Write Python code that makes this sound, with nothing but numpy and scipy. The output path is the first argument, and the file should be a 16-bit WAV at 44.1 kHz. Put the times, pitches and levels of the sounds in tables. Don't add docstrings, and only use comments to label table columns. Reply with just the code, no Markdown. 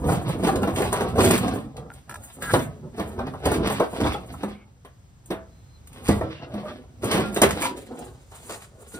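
import sys
import numpy as np
from scipy import signal
from scipy.fft import rfft, irfft, next_fast_len
from scipy.io import wavfile
from scipy.ndimage import uniform_filter1d, map_coordinates

SR = 44100
rng = np.random.default_rng(int(sys.argv[2]) if len(sys.argv) > 2 else 0)


def boost_factor(decibels):
    exponent = np.asarray(decibels, float) / 20
    return 10 ** exponent


def int16_out(signal):
    q = np.round(np.clip(np.atleast_2d(signal).T, -1, 1) * 32767)
    wavfile.write(sys.argv[1], SR, q.astype(np.int16))


N = 396459
T = np.arange(N) / SR

# (f/Hz, level/dB per Hz)
STEEL = [(24, -40.5), (40, -5.5), (69, -2.5), (170, -3.5), (243, 3), (306, -2.5), (377, 1), (598, -6),
         (753, -5.5), (872, -12.5), (1170, -13.5), (2440, -22.5), (6000, -13), (7800, -72.5), (13200, -120)]
# (f/Hz, level/dB per Hz)
GRIT = [(3000, -38), (5000, -39.5), (6500, 6), (9000, 8.5), (12000, 3), (15500, 2.5), (16400, -7)]
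# (f/Hz, share of the t60)
DAMPING = [(60, 1), (300, 0.56), (1500, 0.89), (5000, 0.035), (12000, 0.29)]


def unit(x):
    return x / np.sqrt(np.mean(x ** 2) + 1e-20)


def along(points, hz):
    f, v = np.transpose(points)
    return np.interp(np.log(hz + 1), np.log(f + 1), v)


def wobble(rate):
    return map_coordinates(rng.standard_normal(int(N * rate / SR) + 4), [T * rate])


def filtered(x, response):
    m = next_fast_len(x.shape[-1] + SR // 2)
    spectrum = rfft(x, m) * response(np.fft.rfftfreq(m, 1 / SR))
    return irfft(spectrum, m)[..., :x.shape[-1]]


def band(hz, lo_hz, hi_hz):
    return 1 / np.sqrt((1 + (lo_hz / (hz + 1)) ** 8) * (1 + (hz / hi_hz) ** 8))


def add_at(out, s, sound):
    out[..., round(s * SR):][..., :sound.shape[-1]] += sound


def fading(t60, gain_db, count):
    hz, t, z = signal.stft(rng.standard_normal((count, SR // 4)), SR, nperseg=256)
    z = z * boost_factor(gain_db(hz) - 60 * t / t60(hz))
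    return signal.istft(z, SR, nperseg=256)[1][:, :SR // 4]


def ringing(x, t60, count, hop_s):
    hop = round(hop_s * SR)
    padded = np.pad(x, (hop, 2 * hop))
    slices = np.lib.stride_tricks.sliding_window_view(padded, 2 * hop)[::hop]
    slices = slices * signal.get_window("hann", 2 * hop)
    tails = fading(t60, lambda hz: 0, count=count * len(slices))[:, :SR // 7]
    tails = tails.reshape(count, len(slices), -1)
    tails = tails / np.linalg.norm(tails, axis=2, keepdims=True)
    wet = signal.fftconvolve(slices[None], tails, axes=2)
    out = np.zeros((count, N + SR + 3 * hop))
    for k in range(len(slices)):
        out[:, k * hop:][:, :wet.shape[2]] += wet[:, k]
    return out[:, hop:N + hop]


def grains(per_s, spread_db, bed):
    caught = rng.random(N) < per_s * boost_factor(5 * wobble(25)) / SR
    size_db = spread_db * np.minimum(rng.exponential(size=N), 2.5)
    kicks = unit(caught * boost_factor(size_db) * rng.choice([-1, 1], N))
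    return unit(kicks + bed * rng.standard_normal(N))


def strokes(rows, slopes, over):
    start, hold, db, extra_db = np.transpose(rows)[:, :, None]
    up, down = slopes
    t = T[::64]
    early, late = np.maximum(start - t, 0), np.maximum(t - start - hold, 0)
    each_db = db + over * extra_db - up * early - down * late
    return np.interp(T, t, each_db.max(0))


def ahead(x):
    return filtered(x, lambda hz: np.exp(1j * np.pi * hz * np.array([[-1], [1]]) * 5 / SR))


def air():
    # (f/Hz, level/dB per Hz)
    yard = [(25, -14.5), (40, -1), (65, 6.5), (125, 4.5), (200, -7.5), (400, -17), (1000, -20.5),
            (2500, -28.5), (5500, -29), (7300, -25), (8500, -34), (12000, -39), (16000, -36)]
    # (start t/s, end t/s, f/Hz)
    cricket = (5.47, 5.85, 4095)
    shared, own = rng.standard_normal(N), rng.standard_normal((2, N))
    turn = lambda hz: np.pi / 2 * along([(150, 0.18), (700, 0.66), (2000, 1.0)], hz)
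    hum = filtered(shared, lambda hz: boost_factor(along(yard, hz)) * np.cos(turn(hz)))
    hum = hum + filtered(own, lambda hz: boost_factor(along(yard, hz)) * np.sin(turn(hz)))
    start, end, hz = cricket
    swell = np.clip(np.minimum(T - start, end - T) / .1, 0, 1)
    cycles = hz * np.cumsum(1 + .03 * (swell - 1)) / SR + .17 * wobble(140)
    trill = np.sin(2 * np.pi * cycles) * boost_factor(-66 + 4 * wobble(40))
    return boost_factor(-50.5 + 1.6 * wobble(3.46)) * unit(hum) + ahead(swell * trill)


def knocks():
    # (t/s, peak level/dB, note f/Hz,
    # sharpness/dB, t60/s)
    frame_blows = [(0.041, -27, 498, -2, 0.37), (0.086, -11, 825, -26, 0.086), (0.118, -11, 380, -16, 0.27),
                   (0.291, -15, 410, -10, 0.13), (0.332, -19, 205, -26, 0.6), (0.434, -17, 635, -27, 0.63),
                   (0.467, -9, 437, -13, 0.34), (0.63, -13, 240, -11.5, 0.15), (0.673, -9, 302, -19, 0.22),
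                   (0.771, -13, 336, -17.5, 0.4), (0.819, -7.5, 388, -4.5, 0.1), (0.926, -11, 630, -7.5, 0.59),
                   (1.007, -14, 425, -8, 0.13), (1.155, -23, 441, -4, 0.29), (1.181, -6, 397, -21.5, 0.47),
                   (1.243, -8.5, 356, -5.5, 0.67), (1.305, -7, 268, -10, 0.21), (1.339, -8.5, 253, -4, 0.15),
                   (1.553, -15, 334, -17, 0.27), (1.775, -24.5, 396, -18, 0.19),
                   (2.536, 0, 312, -17, 0.18), (2.59, -16, 416, -6, 0.4), (2.978, -18.5, 352, -18, 0.85),
              (2.996, -12, 264, -14.5, 0.16), (3.188, -15, 665, -18.5, 0.25),
              (3.268, -19.5, 251, -21, 0.09), (3.337, -22, 705, -17, 0.12), (3.457, -7, 256, -18, 0.2),
              (3.513, -7.5, 357, -16, 0.22), (3.591, -16, 202, -37.5, 0.79), (3.668, -18.5, 264, -19, 0.49),
              (3.699, -11, 506, -8, 0.18), (3.798, -1.5, 474, -19.5, 0.2), (3.927, -18.5, 223, -32, 0.32),
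              (4.005, -16, 466, -13.5, 0.26), (4.049, -12.5, 770, -16, 0.2), (4.14, -21, 443, -27, 0.37),
              (4.337, -26.5, 1160, -25, 0.12), (4.432, -11.5, 248, -21, 0.13),
              (4.848, -30.5, 442, -6, 0.26),
                   (5.304, -14, 327, -12.5, 0.36), (6.087, 0, 227, -22, 0.18), (6.21, -10, 422, -24, 0.13),
               (6.399, -34, 250, -40, 0.04), (6.538, -18, 204, -20.5, 0.33), (7.033, -14, 344, -16, 0.5),
               (7.111, -9.5, 460, -5, 0.74), (7.14, -9, 261, -13, 0.2), (7.176, -10, 238, -19, 0.41),
               (7.361, -9, 414, -12, 0.24), (7.416, 1, 367, -8, 0.27), (7.432, 1.5, 400, -9, 0.11),
               (7.492, -16.5, 443, -5, 0.23), (7.633, -19, 843, 0, 0.14), (7.916, -32.5, 510, -17, .32),
               (8.314, -32.5, 740, -8, 0.47), (8.492, -24, 455, -13, 0.51), (8.938, -24.5, 230, -16, 0.92)]
    # (f/Hz, level/dB, t60/s)
    panel_modes = [(73.2, -16, .5), (124.2, -11.5, 0.68), (205, -9, 0.62), (274, -12.5, 0.25),
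                   (318, -2.5, 0.23), (424.4, 10.5, 0.14), (485.6, -23, 0.62), (600, -8.5, 0.097),
                   (658.7, 2.5, 0.3), (774.3, -2.5, 0.31), (983, 9.5, 0.17), (1121, 1, 0.21),
                   (1148, -7, 0.49), (1283, -7, 0.14), (1544, -5.5, 0.12), (1957, -2.5, 0.37)]
    out, t = np.zeros(N + SR), T[:SR // 4]
    blows = frame_blows
    _, _, note_hz, sharp_db, t60 = np.transpose(blows)[:, :, None, None]
    crack_db = -3.5 + 1.2 * sharp_db
    near = lambda hz, centre_hz: -9 * np.abs(np.log2((hz + 1) / centre_hz))
    body = lambda hz: boost_factor(near(hz, note_hz)) * (hz < 1500)
    rasp = lambda hz: boost_factor(along(STEEL, hz) + sharp_db + 13.0) * (hz > 1400)
    crack = lambda hz: boost_factor(along(GRIT, hz) + crack_db - 12.0)
    mix = lambda hz: body(hz) + rasp(hz) + crack(hz)
    tone_db = lambda hz: 20 * np.log10(mix(hz[:, None]) + 1e-6)
    bursts = fading(lambda hz: t60 * along(DAMPING, hz)[:, None], tone_db, count=len(blows))
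    hz, level_db, lasting = np.transpose(panel_modes)[:, :, None]
    draws = rng.standard_normal((len(blows), 2, len(panel_modes), 1))
    top = lambda x: x / np.abs(x).max()
    contact, rattle = 1 - np.exp(-t / [[.0015], [.004]])
    for (s, db, note, _, ring_s), burst, (strength, bend) in zip(blows, bursts, draws):
        gain_db = .5 * level_db + near(hz, note) + 4 * strength - 60 * t / (1.69 * ring_s * lasting)
        ring = (boost_factor(gain_db) * np.sin(2 * np.pi * hz * (1 + .03 * bend) * t)).sum(0)
        add_at(out, s, boost_factor(db - 4) * top(top(ring) * contact + top(burst) * rattle))
    return out[:N]


def drag():
    # (start t/s, hold/s, force level/dB, boom over it/dB)
    heaves = [(.06, 0.087, -25.5, 0), (.26, 0.15, -34, 5), (.44, 0.14, -31.5, 4.5), (.62, 0.22, -30, 1),
              (.93, 0.12, -29.5, -4.5), (1.17, 0.14, -25, 1.5), (1.4, 0.06, -27.5, 0.5),
              (1.54, 0.021, -32, 4.5), (1.7, 0.17, -48, 4), (2.1, 0.065, -48, 2.5), (2.39, 0.15, -46.5, -7),
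              (2.55, 0.033, -32.5, 5.5), (2.72, 0.14, -51.5, 8.5), (2.98, 0.11, -41.5, 4.5),
              (3.18, 0.13, -40.5, 4.5), (3.48, 0.053, -25, -2.5), (3.66, 0.095, -35.5, 1.5),
              (4.0, 0.063, -31, 3), (4.2, 0.11, -43, 2.5), (4.44, 0.022, -37.5, -2), (5.31, 0.11, -54.5, 7),
              (5.92, 0.17, -52.5, 4.5), (6.115, 0.028, -28.5, -3), (6.21, 0.015, -33, 2),
              (6.36, 0.17, -45.5, -2.5), (6.52, 0.24, -45, 3), (7.065, 0.2, -33, -1.5),
              (7.44, 0.051, -37, 7), (7.57, 0.14, -34.5, -9), (7.9, 0.17, -44.5, -7),
              (8.48, 0.039, -46, -20), (8.77, 0.056, -51.5, -25)]
    # (start t/s, hold/s, rasp level/dB, grit over it/dB)
    scrapes = [(.07, 0.07, -41, -1.5), (.27, 0.045, -43.5, -9.5), (.44, 0.016, -35.5, -5.5),
               (.56, 0.2, -48, -9), (.76, 0.089, -40.5, -4.5), (1.0, 0.038, -41, -12),
               (1.17, 0.25, -37, -2.5), (1.44, 0.11, -46.5, -6), (1.93, 0.01, -59.5, -1),
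               (2.11, 0.032, -74, -8), (2.24, 0.1, -55.5, 0.5), (2.45, 0.066, -41, 3.5),
               (2.98, 0.048, -47, -4), (3.18, 0.24, -55.5, -11), (3.47, 0.082, -38, -10.5),
               (3.67, 0.013, -30, -11), (3.86, 0.11, -49.5, -2), (4.0, 0.13, -42.5, -8),
               (4.28, 0.16, -51.5, -7), (5.93, 0.17, -54, -2.5), (6.09, 0.031, -37.5, -9),
               (6.32, 0.048, -45.5, -40), (6.53, 0.18, -50.5, -11), (7.07, 0.11, -39, -13),
               (7.345, 0.016, -46, -5), (7.44, 0.043, -52, -2), (7.56, 0.017, -38.5, -10.5),
               (7.605, 0.023, -52, -3), (7.77, 0.01, -48.5, -2), (7.98, 0.084, -55.5, -3),
               (8.36, 0.2, -57, 4.5), (8.8, 0.23, -59, 1.5)]
    panel_db = strokes(heaves, (264, 123), False)
    boom_db = strokes(heaves, (150, 86), True)
    rasp_db = strokes(scrapes, (370, 110), False)
    grit_db = strokes(scrapes, (320, 143), True)
    catches = grains(300, spread_db=3.5, bed=0.33)
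    steel = lambda x, lo, hi: unit(filtered(x, lambda hz: boost_factor(along(STEEL, hz)) * band(hz, lo, hi)))

    flex = steel(rng.standard_normal(N), 52, 166)
    boom = unit(0.72 * steel(catches, 52, 165) + flex)
    force = boost_factor(boom_db - 1.5) * boom + boost_factor(panel_db) * steel(catches, 224, 1340)
    sheet = ringing(force, lambda hz: .08 * along(DAMPING, hz)[:, None], count=1, hop_s=.15)[0]

    rub = filtered(rng.standard_normal(N), lambda hz: 2 * band(hz, 1600, 3680))
    rasp = boost_factor(rasp_db + 4.33 * wobble(40)) * unit(steel(catches, 740, 3560) + rub)

    grit = unit(.2 * catches + grains(500, spread_db=5, bed=2.5))
    hiss = unit(filtered(grit, lambda hz: boost_factor(along(GRIT, hz))))
    return sheet + rasp + boost_factor(grit_db + 5.33 * wobble(45)) * hiss


def snags():
    # (t/s, peak level/dB, note f/Hz, t60/s)
    catches = [(0.085, -16, 367, 0.073), (0.233, -25, 340, 0.09), (0.353, -19, 296, 0.075),
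               (0.394, -27, 440, 0.12), (0.432, -19, 630, 0.066), (0.468, -9, 439, 0.093),
               (0.489, -6, 783, 0.065), (0.556, -17, 415, 0.09), (0.632, -14, 826, 0.064),
               (0.701, -15.5, 336, 0.099), (0.738, -28, 503, 0.1), (0.802, -10, 389, 0.096),
               (0.85, -14.5, 596, 0.065), (0.927, -13.5, 618, 0.07), (0.982, -19.5, 530, 0.09),
               (1.007, -10.5, 398, 0.092), (1.136, -22.5, 452, 0.1), (1.157, -13, 452, 0.078),
               (1.2, -12, 450, 0.067), (1.246, -6, 380, 0.084), (1.27, -15, 440, 0.051),
               (1.304, -11, 667, 0.066), (1.33, -14, 440, 0.065), (1.424, -22, 482, 0.097),
               (1.463, -25, 310, 0.068), (3.191, -22.5, 1010, 0.059), (3.516, -21, 373, 0.09),
               (3.538, -18, 320, 0.11), (3.655, -19.5, 307, 0.11), (4.005, -29, 447, 0.082),
               (4.069, -17.5, 997, 0.11), (4.148, -18.5, 818, 0.081), (5.303, -16.5, 332, 0.083),
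               (6.102, -9, 310, 0.096), (6.212, -18, 712, 0.09), (7.032, -14, 392, 0.086),
               (7.189, -12, 392, 0.09), (7.368, -18, 397.7, 0.13), (7.449, -8.5, 396, 0.11),
               (7.564, -20, 313, 0.11), (7.611, -19, 324, 0.09), (7.63, -18, 944, 0.06),
               (7.653, -18, 945, 0.11)]
    # (multiple of the note, level/dB)
    lip = [(1, 0.5), (1.53, -6.5), (2.31, -10.5), (3.4, -15.5), (5.2, -21)]
    out, t = np.zeros(N + SR), T[:SR // 5]
    times, level_db = np.transpose(lip)[:, :, None]
    draws = rng.standard_normal((len(catches), 2, len(lip), 1))
    for (s, db, hz, t60), (bend, strength) in zip(catches, draws):
        stretch = times * (1 + 0.068 * bend * (times > 1))
        gain_db = level_db + 3 * strength - 60 * t * np.sqrt(times) / t60
        ring = (boost_factor(gain_db) * np.sin(2 * np.pi * hz * stretch * t)).sum(0)
        add_at(out, s, boost_factor(db - 5.5) * ring * (1 - np.exp(-t / 0.00098)))
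    return out[:N]


def crunches():
    # (start t/s, hold/s, level/dB, grit over it/dB)
    crushes = [(.09, 0.075, -41, -13), (.29, 0.0095, -50, -17), (.465, 0.037, -35, -11.5),
               (.635, 0.013, -48.5, 0.5), (.69, 0.016, -44, -6), (.77, 0.035, -39, -1.5),
               (.855, 0.018, -37.5, -8), (.93, 0.046, -39.5, -11), (1.005, 0.015, -41, -9.5),
               (1.19, .025, -30, -8), (1.25, 0.035, -31, -9), (1.31, 0.044, -29.5, -16.5),
               (1.378, 0.0092, -36, -15), (1.47, 0.015, -42, -10), (3.46, .03, -39.5, -12),
               (3.52, 0.04, -40.5, -8), (3.81, 0.012, -40, -10), (4.01, 0.011, -36.5, -11.5),
               (4.04, 0.044, -36.5, -12), (6.075, 0.05, -35, -5), (6.215, 0.014, -48, -18),
               (7.04, 0.048, -42.5, -2.5), (7.11, 0.059, -35, -7.5), (7.365, 0.011, -35, -6),
               (7.445, 0.019, -35.5, -8), (7.49, 0.02, -33, -5), (7.622, 0.022, -28, -1),
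               (7.655, 0.018, -32, -8), (6.685, 0.025, -51, -25), (7.2, 0.088, -45.5, -5.5),
               (8.22, 0.008, -67, 0), (8.32, 0.13, -64, 0.5), (8.61, 0.041, -56.5, -3),
               (8.49, .05, -45, -3)]
    # (dB per s up, dB per s down)
    slopes = (800, 640)
    rust = grains(550, spread_db=5, bed=.35)
    dull = lambda hz: boost_factor(-5 * np.log2(hz / 1000 + 0.32))
    body = unit(filtered(rust, lambda hz: band(hz, 900, 5500) * dull(hz)))
    hiss = unit(filtered(rust, lambda hz: boost_factor(along(GRIT, hz))))
    low_db, high_db = strokes(crushes, slopes, False), strokes(crushes, slopes, True)
    return boost_factor(3.0 * wobble(90)) * (boost_factor(low_db) * body + boost_factor(high_db) * hiss)


def ticks():
    # (t/s, peak level/dB, body level over it/dB)
    snaps = [(0.5567, -21.5, 7.5), (0.759, -25, 15), (0.927, -10.5, -15), (1.2466, -9, -30.5),
             (1.3078, -4.5, 2), (1.377, -12.5, -4), (1.766, -33, 8.5), (1.936, -31.5, -5),
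             (2.0941, -26.5, 2), (2.111, -32, 1), (2.141, -27, 0), (2.157, -32.5, 3), (2.422, -17.5, -0.5),
             (3.454, -17.5, 10), (3.4658, -17, -15), (3.516, -15, -18), (3.6714, -20, 7),
             (5.258, -32, -10), (5.872, -30.5, -2), (5.929, -36, 3), (6.083, -16, 6), (7.0423, -18.5, -7),
             (7.112, -19.5, 14.5), (7.3433, -16.5, -20), (7.3707, -31, -34), (7.4169, -0.5, -0.5),
             (7.4345, -10, 9.5), (7.6016, -23, -17), (7.632, -25, 2), (7.9882, -29.5, -20)]
    parts, t = np.zeros((2, N + SR)), T[:SR // 20]
    shape = boost_factor(-60 * t / .028) * (1 - np.exp(-t / .003))
    for (s, db, body_db), noise in zip(snaps, rng.standard_normal((len(snaps), len(t)))):
        add_at(parts, s, boost_factor([[db - 4.5], [db + body_db]]) * noise * shape)
    tones = lambda hz: np.array([boost_factor(along(GRIT, hz)), band(hz, 1000, 4350)])
    return filtered(parts[:, :N], tones).sum(0)


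def creaks():
    # (start t/s, end t/s, slips per s, ring f/Hz, level/dB)
    rubs = [(1.903, 1.919, 57, 1346, -42), (1.258, 1.28, 700, 3200, -38), (1.376, 1.386, 800, 3130, -35),
            (4.062, 4.084, 800, 3330, -41), (4.035, 4.05, 790, 3240, -38), (4.132, 4.147, 1050, 3260, -37),
            (7.624, 7.66, 700, 2200, -33), (4.548, 4.645, 500, 2110, -60), (6.35, 6.46, 1400, 2660, -53),
            (6.498, 6.726, 540, 573, -41), (6.655, 6.717, 540, 1150, -42.5)]
    # (t/s, f/Hz, level/dB, t60/s)
    pings = [(2.17, 1400, -58, .6), (2.72, 428, -50, 1.2), (4.436, 205, -25, .45), (5.31, 652, -33, .5),
             (7.033, 392, -19, .12), (7.05, 125, -20, .2), (6.095, 205, -18, .5), (6.09, 79, -21, .6),
             (6.09, 122, -23, .5), (6.235, 320, -27, .35), (6.105, 1950, -32, .2), (6.645, 612, -39, .7),
             (7.165, 208, -22, .7), (6.213, 640, -19, .1), (7.228, 1395, -32, .4), (7.655, 975, -25, .28),
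             (8.94, 1437, -43, 3)]
    resonances = [(.65, .2, .3), (1.04, .05, 1)]
    out, t = np.zeros(N + SR), T[:SR // 2]
    for start, end, per_s, ring_hz, db in rubs:
        during = t < end - start
        pace = per_s * boost_factor(1.7 * wobble(60)[:len(t)])
        kicks = np.diff(np.ceil(np.cumsum(pace * during) / SR), prepend=0)
        kicks *= boost_factor(2 * rng.standard_normal(len(t))) * rng.choice([-1, 1], len(t))
        skirt = lambda f: band(ring_hz * f, .5 * ring_hz, 1.6 * ring_hz)
        peaks = lambda f: sum(g * 1j * f * w / (k * k - f * f + 1j * f * w) for k, w, g in resonances)
        creak = unit(filtered(kicks, lambda hz: skirt(hz / ring_hz) * peaks(hz / ring_hz)))
        add_at(out, start, boost_factor(db) * creak * np.sqrt(during.mean()))
    for s, hz, db, t60 in pings:
        ping = boost_factor(db - 60 * t / t60) * np.sin(2 * np.pi * hz * t) * (1 - np.exp(-t / 0.0033))
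        add_at(out, s, ping * np.cos(np.pi * t) ** 2)
    return out[:N]


def slips():
    # (t/s, level/dB)
    slow = [(2.0945, -33), (2.111, -33), (2.1245, -37), (2.1417, -33), (2.1567, -33)]
    fast = [(2.421, -27), (2.431, -32), (2.438, -27), (2.444, -34), (2.453, -31), (2.459, -29),
            (2.468, -29), (2.474, -29), (2.479, -31), (2.484, -30), (2.489, -27), (2.4945, -23),
            (2.499, -22), (2.504, -23), (2.508, -24), (2.514, -27)]
    # (f/Hz, level/dB, t60/s)
    slack = [(996, 0, .028), (1350, 3, .028), (1660, 2, .028), (2370, -9, .02), (5560, -12, .02)]
    taut = [(985, -4, .02), (1380, 4, .024), (1640, 7, .024), (1850, 0, .02)]
    out, t = np.zeros(N + SR), T[:SR // 20]
    for rows, modes, rise_s in (slow, slack, .0004), (fast, taut, .0015):
        hz, level_db, t60 = np.transpose(modes)[:, :, None]
        ring = (boost_factor(level_db - 60 * t / t60) * np.sin(2 * np.pi * hz * t)).sum(0)
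        ring *= 1 - np.exp(-t / rise_s)
        for s, db in rows:
            add_at(out, s, boost_factor(db) * ring)
    return out[:N]


def wall(x):
    # (f/Hz, t60/s)
    lasting = [(100, 0.52), (1000, 0.22), (8000, 0.15)]
    # (f/Hz, level/dB)
    wet = [(60, -24), (400, -11), (1500, -5), (4000, -2)]
    late = np.pad(x, (200, 0))[:N]
    echo = ringing(late, lambda hz: along(lasting, hz)[:, None], count=2, hop_s=.11)
    return filtered(echo, lambda hz: boost_factor(along(wet, hz)))


def scene():
    panel = drag() + knocks() + ticks() + snags() + crunches()
    bracket = creaks() + slips()
    lean_db = [(60, -2.2), (300, -2.0), (800, 1.7), (2500, -2.5)]  # (Hz, dB left over right)
    ports = lambda hz: boost_factor(np.array([[.5], [-.5]]) * along(lean_db, hz))
    return filtered(panel, ports) + ahead(bracket) + wall(panel + .4 * bracket) + air()


def thinned(pair):
    hz, _, z = signal.stft(pair, SR, nperseg=2048)
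    power = np.abs(z) ** 2
    local = uniform_filter1d(power, size=14, axis=1)
    whim_db = np.repeat(rng.standard_normal((2, 33, z.shape[2])), 32, axis=1)[:, :len(hz)]
    heard = (local > local[::-1] * boost_factor(-18 + 6 * whim_db)) | (hz < 5500)[:, None]
    strong = (power > local * boost_factor(-14 + 7 * whim_db)) | (hz < 1200)[:, None]
    return signal.istft(z * heard * strong, SR, nperseg=2048)[1][:, :N]


def top_cut(x):
    return signal.sosfilt(signal.butter(12, 16510, fs=SR, output="sos"), x)


def record(dry):
    lead = lambda hz: np.exp(1j * np.pi * hz * np.array([[1], [-1]]) * 6.2 / SR)
    ports = filtered(dry, lambda hz: band(hz, 37, 5900) ** 2 * band(hz, 1, 6300) ** 3 * lead(hz))
    half_lag = lambda hz: np.pi * hz / 4640
    treble = lambda hz: band(hz, 5500, 16000) ** 2 * (hz < 16400)
    split = lambda hz: np.array([np.cos(half_lag(hz)), -1j * np.sin(half_lag(hz))])
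    pair = filtered(dry, lambda hz: treble(hz) * split(hz))
    scattered = filtered(np.roll(dry[1], 150), lambda hz: band(hz, 3300, 10500) ** 2)
    pair[0] += np.interp(T, [7.65, 7.85], [.22, .7]) * scattered
    mid, side = thinned(pair + np.array([ports[0] + ports[1], ports[0] - ports[1]]) / 2)
    x = np.array([mid + side, mid - side])
    x = x / (1 + np.abs(x / 1.1) ** 8) ** (1 / 8)
    return top_cut(x)


dry = scene()
out = record(dry)
int16_out(out)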